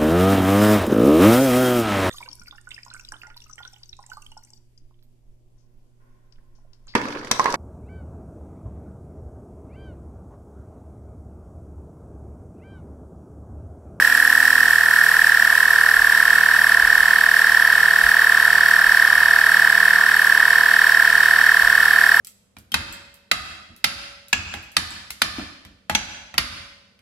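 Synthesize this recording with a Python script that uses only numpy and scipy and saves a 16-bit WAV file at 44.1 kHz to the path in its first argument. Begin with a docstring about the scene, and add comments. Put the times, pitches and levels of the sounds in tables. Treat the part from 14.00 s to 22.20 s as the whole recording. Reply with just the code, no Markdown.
"""A whine swells and dips in pitch about 39 times a second: a cordless tyre inflator on a wooden floor fills a tyre.
Its motor drives a piston through a gear; each compression loads the teeth and bends the shaft speed.
The piston knocks in the plastic case, sliding parts grind, air hisses and whistles through the valves.
A hand lets go early on, which thins the drone of the case; dull low bumps and a floor of noise lie below."""
import sys
import numpy as np
from scipy import signal
from scipy.fft import rfft, irfft, next_fast_len
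from scipy.io import wavfile
from scipy.ndimage import map_coordinates

SR = 44100
rng = np.random.default_rng(int(sys.argv[2]) if len(sys.argv) > 2 else 0)


def bounce(signal):
    """Save signal as a 16-bit WAV file at the path given by the first command-line argument."""
    frames = np.transpose(np.atleast_2d(signal))
    limited = np.clip(frames, -1, 1)
    pcm = np.round(limited * 32767).astype(np.int16)
    wavfile.write(sys.argv[1], SR, pcm)


N = 361619
TIME_S = np.arange(N) / SR

# crank speed: (time [s], speed [turns/s])
CRANK_SPEED = [(0.0, 39.751), (1.9, 38.545), (2.0, 37.904), (2.1, 38.52), (3.3, 38.707), (3.4, 39.016),
               (3.8, 38.402), (4.2, 39.027), (4.3, 38.482), (6.1, 38.464), (7.0, 38.568), (8.2, 38.254)]
# piston and rod knocks in each turn: (phase [turn], thud [dB], tick [dB]), levels relative
KNOCKS = [(.49, -6, 0), (.61, -6, -9), (.71, -5, -7), (.8, 0, -1), (.88, -6, -9)]
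# case shaking before the effort tilt: (crank order, level [dB])
CASE_SHAKE = [(1, -57.5), (2, -52), (3, -61.5), (4, -54.5), (5, -52.5), (6, -63), (7, -57.5), (9, -58.5),
              (11, -51), (12, -50), (13, -58.5), (14, -54.5), (16, -53.5), (17, -53), (18, -47), (19, -51),
              (20, -51), (21, -47.5), (27, -42.5), (28, -43.5), (30, -44.5)]
# extra drone while the hand holds the case, untouched by the effort tilt: (crank order, level [dB])
GRIP_SHAKE = [(6, -55), (7, -49.5), (10, -54), (13, -50), (17, -54), (19, -46), (21, -46)]
# resonances: (frequency [Hz], width [Hz], relative level [dB])
GEARBOX_MODES = [(1353, 305, -4), (1404, 128, 3), (1580, 93, 1), (1845, 84, 4)]
CASE_MODES = [(679, 32.6, 0), (818, 63, -8), (925, 47, -1.5), (1085, 91, 3), (1182, 104, 0.5),
              (1331, 75, -4.5)]
# relative spectra: (frequency [Hz], density [dB/Hz])
GRIND_SPECTRUM = [(1800, 12), (2100, 6), (2380, -4.5), (2550, 3.5), (2820, -8), (3000, 3), (3280, 4.5),
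                  (3530, -11.5), (3750, 2), (4050, -12), (4450, 2.5), (4950, -11), (5550, -2.5),
                  (6200, -36)]
AIR_SPECTRUM = [(2000, 6.5), (5500, 0.5), (6600, -8), (7600, 2), (8600, -2), (9300, 0.5), (10300, -6.5),
                (12000, -2), (13000, -2), (14000, -8), (15400, -2.5), (16000, -10)]
FLOOR_SPECTRUM = [(15, -3), (45, -2), (100, -17), (200, 4), (350, -0.5), (520, 2.5), (700, 2), (1100, 3.5),
                  (2000, -22)]
# how the case passes the whine and its overtones: (frequency [Hz], relative gain [dB])
WHINE_BODY = [(1250, 0.5), (1340, 10.5), (1460, -2.5), (1540, -2), (1650, -2), (1730, 0), (1820, 0),
              (1900, -4.5), (1980, -12), (2200, 6.5)]
OVERTONE_BODY = [(3100, -34), (3300, 13), (3600, -17), (4900, -9), (5350, 8.5), (5650, 4), (6000, -8)]
# dull bumps: (onset [s], envelope peak [dB], pitch [Hz])
BUMPS = [(1.95, -36, 40), (2.82, -35, 36.5), (2.96, -41, 42), (3.48, -38, 52), (4.021, -32, 49),
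         (4.85, -39, 42), (6.06, -45, 60), (7.1, -44, 44), (7.62, -36, 48)]
# gear rebounds after compression: (phase [turn], width [turns], tooth load [dB], relative speed jolt [share])
REBOUNDS = [(0.719, 0.017, -22, 0.13), (0.861, 0.036, -18, -0.1)]
# level swells, one per turn: (phase [turn], width [turns], swing [dB])
VALVE_SWELL = (0.41, .14, 2.6)
INTAKE_SWELL = (0.33, 0.12, 5.6)

TEETH = 44
LET_GO_S, LET_GO_FADE_S = 0.7, 0.05
CUTOFF_HZ = 15650
# effort rises with tyre pressure and levels off
EFFORT_TAU_S = 1.6
GEARS_DB, GEARS_WAVER_DB = -15, 0.23
# level at full effort, and its rise up to there
KNOCK_DB, KNOCK_RISE_DB = -30.5, 4.0
GRIND_DB, GRIND_RISE_DB = -27, 10
AIR_DB, AIR_RISE_DB = -32.5, -3.5
# tooth load: compression peak, build-up around it, idling
PEAK_WIDTH_TURNS, BUILD_WIDTH_TURNS = 0.064, 0.17
PEAK_DB, BUILD_DB, IDLE_DB = -1.4, -15.5, -24.5
# shaft fast into compression, slow out of it; the largest deviation is 0.61 of the scale
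SAG_AT_TURN, SAG_WIDTH_TURNS, SAG_SCALE = 0.52, 0.1424, 0.14
RATTLE_DUCK_DB = 1.5
# tilt per unit of effort; zero tilt at the reference effort, above full effort (1)
SHAKE_TILT_DB_PER_ORDER, SHAKE_REF_EFFORT = 0.2, 1.5
SHAKE_WAVER_DB = 1.67


def from_db(db):
    """Amplitude ratio of a level in dB."""
    return 10 ** (np.asarray(db) / 20)


def rms_one(x):
    """Scale to rms 1, over all channels together."""
    return x / np.sqrt(np.mean(x ** 2) + 1e-20)


def colour(x, spectrum):
    """Filter by a spectrum that falls steeply beyond its ends; rms 1."""
    hz, db = np.transpose(spectrum)
    size = next_fast_len(N)
    log_hz = np.log(np.maximum(np.fft.rfftfreq(size, 1 / SR), 1))
    outside = np.abs(log_hz - np.clip(log_hz, np.log(hz[0]), np.log(hz[-1])))
    gain = from_db(np.interp(log_hz, np.log(hz), db) - 100 * outside)
    return rms_one(irfft(rfft(x, size) * gain, size)[..., :N])


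def resonate(x, modes):
    """Parallel two-pole resonances with alternating signs; rms 1."""
    out = 0
    for k, (hz, width_hz, db) in enumerate(modes):
        radius = np.exp(-np.pi * width_hz / SR)
        zeros = [(1 - radius ** 2) / 2, 0, (radius ** 2 - 1) / 2]
        poles = [1, -2 * radius * np.cos(2 * np.pi * hz / SR), radius ** 2]
        out = out + (-1) ** k * from_db(db) * signal.lfilter(zeros, poles, x)
    return rms_one(out)


def band(x, low_hz, high_hz):
    """Band-pass; rms 1."""
    sos = signal.butter(2, [low_hz, high_hz], "band", fs=SR, output="sos")
    return rms_one(signal.sosfilt(sos, x))


def drift(rate_hz):
    """Random values at the given rate, joined by straight lines; rms 1."""
    return rms_one(np.interp(TIME_S * rate_hz, np.arange(N), rng.standard_normal(N)))


def pan(x, left_minus_right_db):
    """Stereo pair with a level difference."""
    return x * from_db(np.array([[left_minus_right_db], [-left_minus_right_db]]) / 2)


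def scatter(x, wet_db, t60_s):
    """Short spray of reflections off floor, wall and wheel, different at each side; rms 1."""
    age_s = np.arange(SR // 8) / SR
    spray = rng.standard_normal((2, len(age_s))) * from_db(-60 * age_s / t60_s)
    spray *= from_db(wet_db) / np.sqrt(np.sum(spray ** 2, axis=1, keepdims=True))
    paths = 1 + rfft(spray)
    paths /= np.abs(paths) ** .7  # flatten most of the colouring
    response = np.fft.fftshift(irfft(paths), axes=1)
    start = response.shape[1] // 2
    return rms_one(signal.fftconvolve(np.atleast_2d(x), response, axes=1)[:, start:start + N])


def rubbing(turns, repeat, channels=1):
    """Roughness noise: power share `repeat` recurs every turn, the rest is fresh in each channel."""
    surface = irfft(np.exp(2j * np.pi * rng.random(513)))
    position = turns % 1 * len(surface)
    worn = rms_one(map_coordinates(surface, [position], order=3, mode="wrap"))
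    fresh = rng.standard_normal((channels, N))
    return np.sqrt(repeat) * worn + np.sqrt(1 - repeat) * fresh


def bell(turns, centre, width):
    """Gaussian swell of height 1, once per turn."""
    return np.exp(-.5 * (((turns - centre + .5) % 1 - .5) / width) ** 2)


def tooth_load(turns):
    """Relative force on the teeth: build-up, compression peak, rebounds."""
    load = from_db(IDLE_DB) + from_db(BUILD_DB) * bell(turns, 0.46, BUILD_WIDTH_TURNS)
    load = load + from_db(PEAK_DB) * bell(turns, 0.52, PEAK_WIDTH_TURNS)
    return load + sum(from_db(db) * bell(turns, at, width) for at, width, db, _ in REBOUNDS)


def shaft_speed(turn):
    """Relative speed within a turn: fast into compression, slow out, jolted by each rebound."""
    offset = (turn - SAG_AT_TURN) / SAG_WIDTH_TURNS
    sag = SAG_SCALE * offset * bell(turn, SAG_AT_TURN, SAG_WIDTH_TURNS)
    return 1 - sag + sum(jolt * bell(turn, at, width) for at, width, _, jolt in REBOUNDS)


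def gear_whine(turns):
    """Teeth mesh at the momentary shaft speed; load sets the strength of the tone and two overtones."""
    grid = np.linspace(0, 1, 1000)
    travel = np.cumsum(shaft_speed(grid))
    shaft_turn = np.interp(turns % 1, grid, travel / travel[-1])
    mesh_rad = 2 * np.pi * TEETH * shaft_turn + .1 * drift(300)
    # load timing and strength waver
    load = tooth_load(turns + .005 * drift(30)) * from_db(.25 * drift(25))
    rough_rad = mesh_rad + .33 * drift(700)
    partials = from_db(-7.5) * np.sin(2 * rough_rad) + np.sin(3 * rough_rad)
    overtones = scatter(colour(load * partials, OVERTONE_BODY), wet_db=0, t60_s=.009)
    fundamental = colour(load * np.sin(mesh_rad), WHINE_BODY)
    return fundamental + from_db(-23.5 + .8 * drift(15)) * overtones


def gear_rattle(turns):
    """Worn teeth chatter in the gearbox, least while loaded."""
    level_db = -RATTLE_DUCK_DB * bell(turns, 0.4, .1)
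    chatter = from_db(level_db + 1.5 * drift(40)) * rubbing(turns, repeat=.1)
    return scatter(band(resonate(chatter, GEARBOX_MODES), 1080, 2270), wet_db=-7, t60_s=0.033)


def knocks(turns, column, spread_db):
    """One click per table row and turn, uneven in strength and timing."""
    clicks, count = np.zeros(N), np.arange(int(turns[-1]) + 1)
    for row in KNOCKS:
        late, hard = rng.standard_normal((2, len(count)))
        at = np.interp(count + row[0] + .003 * late, turns, np.arange(N)).astype(int)
        clicks[at] += from_db(row[column] + spread_db * hard)
    clicks[[0, -1]] = 0  # drop clicks that fall outside
    return clicks


def piston(turns):
    """Knocks and sliding friction ring in the plastic case."""
    thuds = rms_one(knocks(turns, column=1, spread_db=2.5))
    drive = thuds + from_db(-2) * rubbing(turns, repeat=0.091)
    return scatter(band(resonate(drive, CASE_MODES), 600, 1390), wet_db=-7.5, t60_s=0.033)


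def grind(turns, swell_db):
    """Friction noise, partly repeating each turn, swelling with the valve cycle."""
    friction = from_db(swell_db + .8 * drift(60)) * rubbing(turns, repeat=.42, channels=2)
    return colour(scatter(friction, wet_db=-3, t60_s=.03), GRIND_SPECTRUM)


def shake(turns, effort):
    """The unbalanced piston rocks the case at crank orders; the grip adds drone, effort brightens it."""
    held = np.clip((LET_GO_S - TIME_S) / LET_GO_FADE_S + .5, 0, 1)
    tilt_db = SHAKE_TILT_DB_PER_ORDER * (effort - SHAKE_REF_EFFORT)
    power = {round(order): from_db(db + tilt_db * order) ** 2 for order, db in CASE_SHAKE}
    for order, db in GRIP_SHAKE:
        power[round(order)] = power.get(round(order), 0) + held * from_db(db) ** 2
    out = 0
    for order, order_power in power.items():
        level = np.sqrt(2 * order_power) * from_db(SHAKE_WAVER_DB * drift(5))
        out = out + level * np.sin(2 * np.pi * (order * turns + rng.random()))
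    return out


def air(turns, hiss_db, whistle_db):
    """Valve hiss with sharp ticks, and a breathy whistle on the intake stroke."""
    jet = from_db(hiss_db) * rubbing(turns, repeat=.25, channels=2)
    ticks = from_db(-8) * rms_one(knocks(turns, column=2, spread_db=2))
    hiss = colour(scatter(jet + ticks, wet_db=3, t60_s=.025), AIR_SPECTRUM)
    whistle_mode = [(11340, 480, 0)]
    whistle = resonate(resonate(rng.standard_normal((2, N)), whistle_mode), whistle_mode)
    whistle = rms_one(whistle * from_db(whistle_db + 1.3 * drift(25)))
    hiss = from_db(3.0 + .5 * drift(18)) * hiss
    return hiss + from_db(-4.5) * pan(whistle, left_minus_right_db=-4.0)


def bumps(rise_s):
    """Soft, very low thuds: sines with wandering phase that swell and die away."""
    out, wander_rad = 0, 1.35 * drift(40)
    for onset_s, db, hz in BUMPS:
        age_s = np.maximum(TIME_S - onset_s, 0)
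        swell = (age_s / rise_s * np.exp(1 - age_s / rise_s)) ** 2
        out = out + from_db(db) * swell * np.sin(2 * np.pi * hz * age_s + wander_rad)
    return out


def noise_floor():
    """Steady low noise, mostly common to both sides."""
    common = rng.standard_normal(N)
    sides = from_db(-10.0) * rng.standard_normal((2, N))
    return from_db(-45.0) * colour(common + sides, FLOOR_SPECTRUM)


def scene():
    """Crank phase and effort drive gears, case and valves, over bumps and noise."""
    speed_s, turns_per_s = np.transpose(CRANK_SPEED)
    turns = np.cumsum(np.interp(TIME_S, speed_s, turns_per_s)) / SR + .5
    turns = turns + 0.0055 * drift(20)  # uneven motor
    effort = 1 - np.exp(-TIME_S / EFFORT_TAU_S)
    knock_db = KNOCK_DB + KNOCK_RISE_DB * (effort - 1)
    grind_db = GRIND_DB + GRIND_RISE_DB * (effort - 1)
    air_db = AIR_DB + AIR_RISE_DB * (effort - 1)
    valve_db, intake_db = [db * (bell(turns, at, width) - .5)
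                           for at, width, db in (VALVE_SWELL, INTAKE_SWELL)]
    gears = gear_whine(turns) + from_db(-8.0) * gear_rattle(turns)
    gears = from_db(GEARS_DB + GEARS_WAVER_DB * drift(3.77)) * pan(gears, left_minus_right_db=-3.0)
    case = from_db(knock_db) * piston(turns) + from_db(grind_db) * grind(turns, valve_db)
    case = case + shake(turns, effort)
    valves = from_db(air_db) * air(turns, valve_db, intake_db)
    return gears + case + valves + bumps(rise_s=0.034) + noise_floor()


def record(dry):
    """Steep elliptic low-pass cuts the top."""
    sos = signal.ellip(12, .1, 90, CUTOFF_HZ, fs=SR, output="sos")
    return signal.sosfilt(sos, dry)


dry = scene()
out = record(dry)
bounce(out)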